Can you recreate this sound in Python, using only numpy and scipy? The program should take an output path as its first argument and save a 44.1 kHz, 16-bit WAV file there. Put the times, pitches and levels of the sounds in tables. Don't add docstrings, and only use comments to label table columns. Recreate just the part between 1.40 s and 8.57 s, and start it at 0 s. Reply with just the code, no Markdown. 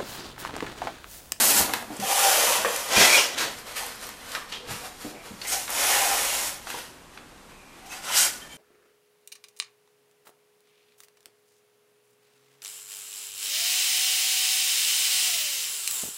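import sys
import numpy as np
from scipy import signal
from scipy.fft import rfft, irfft, next_fast_len
from scipy.io import wavfile
from scipy.ndimage import uniform_filter1d

SR = 44100
rng = np.random.default_rng(int(sys.argv[2]) if len(sys.argv) > 2 else 0)


def inscribe(sig):
    pcm = np.round(np.clip(np.atleast_2d(sig).T, -1, 1) * 32767)
    wavfile.write(sys.argv[1], SR, pcm.astype(np.int16))


def magnitude_from_level(level_db):
    exponent = np.asarray(level_db, float) / 20
    return 10 ** exponent


N = 316197

MEDIUM_DB = -35

# f/Hz, level/dB
CARTON = [(18, -41), (30, -19), (151, -10), (201, -0.5), (514, -6), (779, -2.5), (1150, -8), (1420, -3),
          (9760, 2), (15200, -3)]
# f/Hz, level/dB
SLIDE = [(18, -50), (30, -14), (85, -16), (217, -17.5), (541, -3), (684, -3.5), (779, -3), (1570, -7),
         (1890, -7), (4240, -10), (5950, -5.5), (10800, -7.5), (15200, -13.5)]
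# f/Hz, width/Hz, level/dB
SLIDE_RINGS = [(830, 76, 2.5), (1790, 40, 2.3), (2580, 230, 1.1)]
# f/Hz, level/dB
LID = [(18, -56), (30, -30), (140, -11.5), (321, -5), (667, -4.5), (740, -7), (1750, -6.5), (2330, -9.5),
       (2940, -8), (6600, -4.5), (15200, -16.5)]
# f/Hz, width/Hz, level/dB
LID_RINGS = [(656, 83, 1.3), (1990, 30, 6), (3300, 150, 2.5), (4870, 63, 3.5), (5600, 80, 4), (6960, 70, 5)]
# f/Hz, level/dB
HANDLE = [(18, -33), (30, -8), (90, -24), (129, -14), (297, -13.5), (386, -7), (475, 2.5), (570, 0.5),
          (1890, 4), (11700, -2), (15200, -9.5)]
# f/Hz, level/dB
CARD = [(18, -46), (30, -19), (406, -13), (463, -6), (527, -10), (721, -15), (3100, -6), (15200, -36)]
# f/Hz, level/dB
PAN = [(18, -56), (30, -25), (313, -15), (821, -5), (1010, -6.5), (1460, -0.5), (1660, 0), (3020, 1),
       (3720, -2), (7330, 1), (15200, -9.5)]
# f/Hz, width/Hz, level/dB
PAN_RINGS = [(1460, 40, 4), (3100, 120, 1.5), (5020, 68, 4.2), (6100, 220, 3)]


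def level(x, db=0):
    return x * magnitude_from_level(db) / np.sqrt(np.mean(x ** 2))


def shape(x, gain):
    size = next_fast_len(len(x))
    f_hz = np.fft.rfftfreq(size, 1 / SR) + 1
    return irfft(rfft(x, size) * gain(f_hz), size)[:len(x)]


def detuning(f, centre_hz):
    return f / centre_hz - centre_hz / f


def highpass(f, corner_hz, power):
    return 1 / (1 + (corner_hz / f) ** power)


def colour(points, rings=()):
    hz, db = np.transpose(points)

    def gain(f):
        broad_db = np.interp(np.log(f), np.log(hz), db)
        rings_db = sum(peak_db / (1 + (2 * (f - c_hz) / width_hz) ** 2) for c_hz, width_hz, peak_db in rings)
        return magnitude_from_level(broad_db + rings_db)
    return gain


def walk(rate_hz):
    hold = int(SR / rate_hz)
    steps = np.repeat(rng.standard_normal(N // hold + 1), hold)
    return 0.48 * uniform_filter1d(uniform_filter1d(steps, hold), hold)[:N]


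def decay(t, t60_s):
    return 1000 ** (-t / t60_s)


def ring(hz, t60_s, size):
    t = np.arange(size) / SR
    return np.sin(2 * np.pi * hz * t) * decay(t, max(t60_s, .002))


def add(out, start_s, x):
    i = int(start_s * SR)
    out[i:i + len(x)] += x[:N - i]


def effort(t):
    # t/s, effort/dB, weight/dB (body level when pressed rather than skimmed)
    slide_paths = [
        [(0, -19, 0), (.08, -17.5, -5), (.11, -17, -0.5), (.134, -21.5, -4), (.19, -16.5, -3), (.29, -36, 2),
         (.335, -39.5, 3)],
        [(.598, -38, -2), (.726, -24, 0), (.74, -26, -2.5), (.84, -21, -0.5), (1.05, -23, 1), (1.16, -25.5, 1),
         (1.244, -34.5, 2)],
        [(1.505, -39, 1.5), (1.57, -22.5, 2), (1.613, -18, 1.5), (1.7, -22.5, -1), (1.753, -20, -2.5),
         (1.78, -21.5, 1.5), (1.827, -26, -4), (1.95, -43.5, 2)],
        [(4.277, -56, 13), (4.303, -34, 0.5), (4.39, -26, 2), (4.513, -23, 3), (4.76, -26.5, 2.5),
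         (5.081, -29.5, -1.5), (5.18, -44, 0.5), (5.257, -55, -4)],
        [(6.62, -49, 3), (6.654, -38, 2), (6.71, -34, 5.5), (6.774, -19, -3), (6.812, -19, -4.5),
         (6.864, -25, -2), (6.96, -44, -4), (7.08, -53.5, 4)],
    ]
    # peak t/s, effort/dB, rise/s and
    # fall/s per 20 dB, weight/dB
    rustles = [(0.338, -35, .005, 0.16, -1), (.51, -51, 0.055, .2, 8), (.59, -44.5, 0.22, .05, -2),
               (1.25, -34.5, .01, .2, 5), (1.344, -31, 0.32, 0.48, -1), (1.535, -28, .04, .05, 2),
               (1.567, -22, .02, .04, 0), (1.657, -21, .03, .03, 0), (1.985, -31.5, .015, .12, 2),
               (2.02, -29.5, 0.07, 0.13, 1), (2.19, -41.5, 0.076, .08, -0.5), (2.27, -43.5, .02, .2, 2),
               (2.32, -43, .15, .06, 1.5), (2.368, -32.5, 0.03, 0.29, -1), (2.628, -39.5, 0.053, 0.22, 0),
               (2.948, -39, 0.22, .16, 1), (3.1, -50, 0.039, 0.25, -5), (3.125, -39, .01, 0.12, 1.5),
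               (3.18, -56, .1, 0.074, 1), (3.311, -35.5, 0.05, 0.22, 1), (3.46, -41, 0.12, 0.105, 1.5),
               (3.62, -43, .07, 0.25, -0.5), (3.71, -45, .3, .03, -4), (3.856, -47, .06, 0.29, 2.5),
               (4.003, -53, .3, .3, -5), (4.08, -32, 0.022, 0.37, -10), (4.126, -26, 0.095, 0.19, 0),
               (5.3, -37.5, 0.06, .25, -1.5), (5.39, -41.5, 0.17, 0.13, 1.5), (5.48, -58, .3, 0.06, -1),
               (5.746, -56, .04, .08, 1), (5.968, -65, .6, .8, 1), (6.1, -59, .03, .1, 5),
               (6.39, -56, 0.23, .2, 2), (6.465, -51, .015, .1, -4), (6.525, -42, .07, .25, 1),
               (6.57, -44, .1, .08, 3), (7.13, -50, .2, .15, -2)]
    rest_db = -75
    power, weight = magnitude_from_level(rest_db) ** 2, 0
    for s, db, lean_db in map(np.transpose, slide_paths):
        push = magnitude_from_level(np.interp(t, s, db, rest_db, rest_db)) ** 2
        power = power + push
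        weight = weight + push * np.interp(t, s, lean_db, 0, 0)
    for s, db, rise_s, fall_s, lean_db in rustles:
        distance = np.maximum((s - t) / max(rise_s, .002), (t - s) / max(fall_s, .002))
        push = magnitude_from_level(db - 20 * distance) ** 2
        power = power + push
        weight = weight + push * lean_db
    return 10 * np.log10(power) - MEDIUM_DB, weight / power


def slips(spread_db, judder_db):
    judder = walk(150) + .5 * walk(45)
    larger = np.minimum(rng.exponential(size=N), 3)
    return rng.standard_normal(N) * magnitude_from_level(spread_db * larger + judder_db * judder)


def panels(x):
    regrip_s, t60_s, ring_db = .12, 0.086, -8.5
    t = np.arange(4096) / SR
    turn = np.pi * np.arange(len(x)) / SR / regrip_s / 3
    thickets = rng.standard_normal((3, len(t))) * decay(t, t60_s)
    thickets = thickets / np.linalg.norm(thickets[0])
    grips = np.cos(turn - np.pi / 3 * np.arange(3)[:, None]) ** 2
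    rung = signal.oaconvolve(x * grips, thickets, axes=1).sum(axis=0)
    return x + magnitude_from_level(ring_db) * rung[:len(x)]


def rubbing():
    # from t/s, colour, resonances
    contacts = [(0, CARTON, []), (.55, SLIDE, SLIDE_RINGS), (1.5, LID, LID_RINGS), (1.96, LID, []),
                (2.13, HANDLE, []), (3.1, CARD, []), (3.27, HANDLE, []), (4.03, SLIDE, SLIDE_RINGS),
                (5.25, HANDLE, []), (6.45, PAN, PAN_RINGS), (6.961, HANDLE, [])]
    # thin walls/dB, slab/dB, table/dB
    balances = [(-6.5, -4.5, -10), (-3, -3, -25), (0, -1.6, -18), (1.5, -4.5, -13), (-2.5, -6.5, -20),
                (0.5, -7, -22), (-4, -7, -19.5), (-5, -8.5, -20.5), (-2.5, -8.5, -19.5), (-4, -8.5, -23.5),
                (-4.5, -9, -21)]
    band_edges_hz = (4000, 1300, 350)
    follows = (1, 0.9, 0.77, 0.31)
    bears = (0.028, 0.68, 1.38, 0.4)
    fizz_hz, fizz_follow = 9000, 0.093
    t = np.arange(N) / SR
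    push_db, weight_db = effort(t)
    force = slips(spread_db=2.5, judder_db=1.0)
    above = [lambda f, edge_hz=edge_hz: highpass(f, edge_hz, 8) for edge_hz in band_edges_hz]
    shares = [above[0],
              lambda f: above[1](f) - above[0](f),
              lambda f: above[2](f) - above[1](f),
              lambda f: 1 - above[2](f)]
    starts_s = [contact[0] for contact in contacts] + [N / SR + 1]
    out = np.zeros(N)
    for (_, points, rings), balance, a, b in zip(contacts, balances, starts_s, starts_s[1:]):
        i, j = max(int((a - .03) * SR), 0), min(int((b + 0.027) * SR), N)
        fade_in = t[i:j] - a + .03 + (a == 0)
        fade_out = b + .03 - t[i:j]
        fade = np.sqrt(np.clip(np.minimum(fade_in, fade_out) / .06, 0, 1))
        tone, rung = colour(points, rings), panels(force[i:j])
        for share, follow, bear, db in zip(shares, follows, bears, (0, *balance)):
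            part = shape(rung, lambda f: tone(f) * share(f))
            part_db = MEDIUM_DB + db + follow * push_db[i:j] + bear * weight_db[i:j]
            out[i:j] += fade * level(part) * magnitude_from_level(part_db)
    fizz = shape(out, lambda f: highpass(f, fizz_hz, 4))
    return out + fizz * (magnitude_from_level(fizz_follow * (push_db - 3)) - 1)


def air():
    # f/Hz, level/dB per Hz
    air_colour = [(12, -33), (20, 3), (64, -3.5), (125, -7), (250, -2), (529, -9), (947, -7), (4480, -20.5),
                  (8250, -21), (13200, -29), (15200, -35)]
    air_db = -50
    return level(shape(rng.standard_normal(N), colour(air_colour)), air_db) * magnitude_from_level(0.5 * walk(2.84))


def snaps():
    # t/s, peak level/dB, centre f/Hz
    beads = [(.198, -4, 11000), (.336, -13, 4500), (.337, -15, 11000), (.425, -30, 9000), (.567, -29, 7500),
             (2.361, -24, 6000), (2.951, -27, 6000), (2.953, -30, 11000), (1.284, -26, 3000),
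             (1.533, -18, 6650), (1.731, -12, 5500), (1.979, -20, 3800), (1.987, -20, 3800),
             (2.048, -19, 3000), (2.35, -30, 3240), (2.465, -18, 12500), (2.555, -30, 10000),
             (2.614, -30, 6000), (2.668, -24, 12500), (2.691, -23, 12500), (3.099, -36, 6900),
             (3.283, -33, 6900), (4.017, -27, 5000), (4.294, -20, 12500), (4.304, -12, 11000),
             (5.143, -28, 5150), (5.272, -29, 7000), (5.277, -31, 5400), (5.302, -24, 7000),
             (6.516, -33, 5000), (6.639, -30, 4000)]
    t60_s, width, lead = .011, 1.1, 16
    out, t = np.zeros(N), np.arange(1024) / SR
    for s, db, hz in beads:
        burst = rng.standard_normal(len(t)) * decay(t, t60_s)
        burst[0] = -3
        click = shape(np.roll(burst, lead), lambda f: 1 / (1 + (detuning(f, hz) / width) ** 2))
        add(out, s - lead / SR, magnitude_from_level(db) * click / np.abs(click).max())
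    return out


def bumps():
    # t/s, peak level/dB, ring f/Hz, t60/s
    knocks = [(0.2, -19, 330, 0.05), (0.502, -26.5, 300, 0.058), (0.59, -31, 200, 0.095),
              (1.069, -39, 230, 0.082), (1.185, -36, 211, 0.08), (1.246, -22.5, 500, 0.051),
              (1.6, -27, 138, 0.07), (1.573, -18.5, 186, 0.04), (1.609, -16, 675, 0.088),
              (3.202, -36, 420, 0.06), (3.275, -35, 278, 0.11), (3.275, -41, 75, .12), (.205, -36, 75, .1),
              (1.56, -35, 62, .12), (2.15, -47, 100, .1), (3.308, -30, 136, 0.073),
              (3.646, -29, 304, 0.091), (3.744, -39, 324, 0.08), (3.904, -40, 182, 0.12),
              (5.342, -24, 480, 0.016)]
    thud_db, thud_width, onset_s, size = -3, 1.5, 0.002, 9000
    out, t = np.zeros(N), np.arange(size) / SR
    for s, db, hz, t60_s in knocks:
        body = ring(hz, t60_s, size)
        body = body + 0.45 * ring(2.4 * hz, 1.3 * t60_s, size)
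        body = body + 0.25 * ring(0.427 * hz, 1.64 * t60_s, size)
        thud = shape(rng.standard_normal(size), lambda f: 1 / (1 + (detuning(f, hz) / thud_width) ** 2))
        body = body + level(thud, thud_db) * decay(t, 1.6 * t60_s)
        add(out, s, magnitude_from_level(db - 2) * body * (1 - np.exp(-t / onset_s)))
    return out


def ticks():
    # t/s, peak level/dB, ring f/Hz, treble level/dB against the peak
    catches = [(0.294, -22.5, 730, -21), (0.337, -14.5, 1150, -9), (0.425, -30, 810, -24),
               (0.6, -25, 5800, -40), (1.248, -15, 920, -27), (1.361, -17.5, 5320, -17),
               (1.505, -36, 800, -17), (1.985, -25, 3980, -31), (2.466, -37, 810, -5),
               (2.69, -32, 1580, -15), (2.918, -30.5, 3300, -12), (2.95, -18, 1880, -29),
               (3.124, -36, 2350, -34), (4.016, -28, 2000, -34), (4.05, -31, 2110, -24),
               (4.072, -29, 9000, -13), (4.279, -24, 1500, -28), (4.294, -28, 1040, -20),
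               (4.302, -29, 993, -20), (5.271, -26.5, 1300, -26), (5.302, -24, 1500, -14),
               (5.775, -35, 1700, -36)]
    snap_t60_s, tail_t60_s, wall_t60_s = .016, 0.12, .018
    tail_at_1k, tail_slope = 0.32, 0.7
    body_top, lead = 3.2, 128
    out, t = np.zeros(N), np.arange(9000) / SR
    for s, db, hz, treble_db in catches:
        tail = tail_at_1k * (1000 / hz) ** tail_slope
        spray = rng.standard_normal(len(t)) * (decay(t, snap_t60_s) + tail * decay(t, tail_t60_s))
        spray[8] = -3
        spray = np.roll(spray, lead)

        def through_wall(f):
            resonance = 1 / np.sqrt(1 + (detuning(f, hz) / 1.7) ** 2)
            return resonance / (1 + (f / hz / body_top) ** 4) / (1 + (hz / f / 4.5) ** 4)
        body = shape(spray, through_wall)
        sharp = shape(spray, lambda f: highpass(f, 5500, 4))
        crack = body / np.abs(body).max()
        crack = crack + .2 * np.roll(ring(hz, wall_t60_s, len(t)), lead)
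        crack = crack + magnitude_from_level(treble_db + 5) * sharp / np.abs(sharp).max()
        add(out, s - lead / SR, magnitude_from_level(db + 4) * crack)
    return out


def squeals():
    # t/s, length/s, f/Hz, level/dB
    scuff_notes = [(.565, .007, 8000, -41), (1.245, 0.022, 1900, -27.5), (2.358, 0.034, 2370, -39),
                   (2.388, 0.068, 830, -41), (2.95, 0.02, 1750, -34.5), (2.958, 0.03, 1150, -38),
                   (2.99, .05, 1150, -45), (3.418, 0.069, 734, -46), (4.047, 0.035, 2140, -38),
                   (5.341, .014, 910, -36), (1.76, .07, 2800, -27), (1.57, .1, 2500, -26),
                   (3.72, .15, 2300, -53), (3.125, .04, 3300, -40), (5.773, .007, 2500, -45),
                   (6.75, 0.04, 5300, -27), (6.765, .04, 6900, -27), (6.79, .045, 6950, -28),
                   (6.81, .04, 9000, -28), (6.83, .04, 7700, -29), (6.84, .04, 10500, -31),
                   (1.248, 0.04, 500, -28), (4.07, .04, 8500, -36), (4.115, .03, 6000, -30),
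                   (1.59, .06, 6600, -27), (1.775, .03, 5600, -26), (3.72, 0.093, 660, -50.5)]
    # t/s, length/s, f/Hz, level/dB
    wall_notes = [(.334, .012, 3750, -34), (.62, 0.033, 775, -31), (1.558, 0.025, 2400, -22),
                  (1.58, .11, 2040, -27), (1.6, 0.11, 3300, -33), (1.616, 0.045, 2630, -24),
                  (1.68, 0.05, 2370, -25), (1.725, 0.018, 2400, -15.5), (1.74, .024, 2390, -16),
                  (1.77, 0.025, 5200, -24), (1.771, 0.02, 2800, -22.5), (3.14, 0.06, 3180, -46),
                  (4.013, .016, 4400, -35), (4.014, .015, 2770, -43), (4.5, 0.12, 1780, -33.5),
                  (5.36, .04, 3520, -53), (6.08, 0.2, 2480, -60), (6.2, .22, 2380, -61)]
    # t/s, length/s, f/Hz, level/dB
    slab_notes = [
        (.67, .16, 806, -30),
        (.79, .17, 782, -28.5),
        (3.195, .07, 490, -49),
        (4.115, .08, 771, -39),
        (4.42, .4, 788, -35),
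        (6.376, .3, 772, -53.5),
        (6.68, 0.23, 776, -47),
    ]
    # t/s, length/s, f/Hz, level/dB
    clay_notes = [(6.488, 0.05, 6330, -50), (6.49, .07, 2595, -47), (6.79, .09, 3200, -43),
                  (6.9, .08, 1470, -48), (7.005, .07, 1780, -52), (7.005, .058, 3140, -49),
                  (7.085, 0.03, 3120, -54), (7.115, 0.027, 3150, -48), (7.095, 0.045, 2310, -52),
                  (7.12, .045, 11450, -60), (7.107, .04, 6970, -54), (7.12, .025, 7500, -56),
                  (7.105, 0.025, 8900, -62), (7.138, .036, 9050, -52), (7.155, .015, 3100, -59),
                  (7.08, .06, 1790, -58)]
    steady = .45
    out = np.zeros(N)
    for notes, sharpness in ((scuff_notes, 3.5), (wall_notes, 12), (slab_notes, 8.6), (clay_notes, 60)):
        for s, length_s, hz, db in notes:
            size = int(length_s * SR)
            note = shape(rng.standard_normal(SR // 2), lambda f: 1 / (1 + 2j * (f / hz - 1) * sharpness) ** 2)
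            envelope = np.abs(signal.hilbert(note)) + 1e-9
            note = (note / envelope ** steady)[:size]
            add(out, s, level(note, db) * signal.windows.tukey(size, .6))
    return out


def room(x):
    t60_s, echo_db, dull_hz, gap_s = 0.37, -7, 5000, .004
    t = np.arange(SR // 2) / SR
    echoes = rng.standard_normal(len(t)) * decay(t, t60_s) * (t > gap_s)
    echoes = shape(echoes, lambda f: 1 / np.sqrt(1 + (f / dull_hz) ** 2))
    return x + magnitude_from_level(echo_db) * signal.fftconvolve(x, echoes / np.linalg.norm(echoes))[:N]


def scene():
    mono = rubbing() + air() + room(snaps() + bumps() + ticks() + squeals())
    return np.array([mono, mono])


def low_pass(x):
    return signal.sosfilt(signal.butter(12, 15200, fs=SR, output="sos"), x)


def record(dry):
    rounded = np.tanh(0.59 * dry) / 0.61
    top_cut = signal.ellip(10, .2, 80, 14950, fs=SR, output="sos")
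    return low_pass(signal.sosfilt(top_cut, rounded))


dry = scene()
out = record(dry)
inscribe(out)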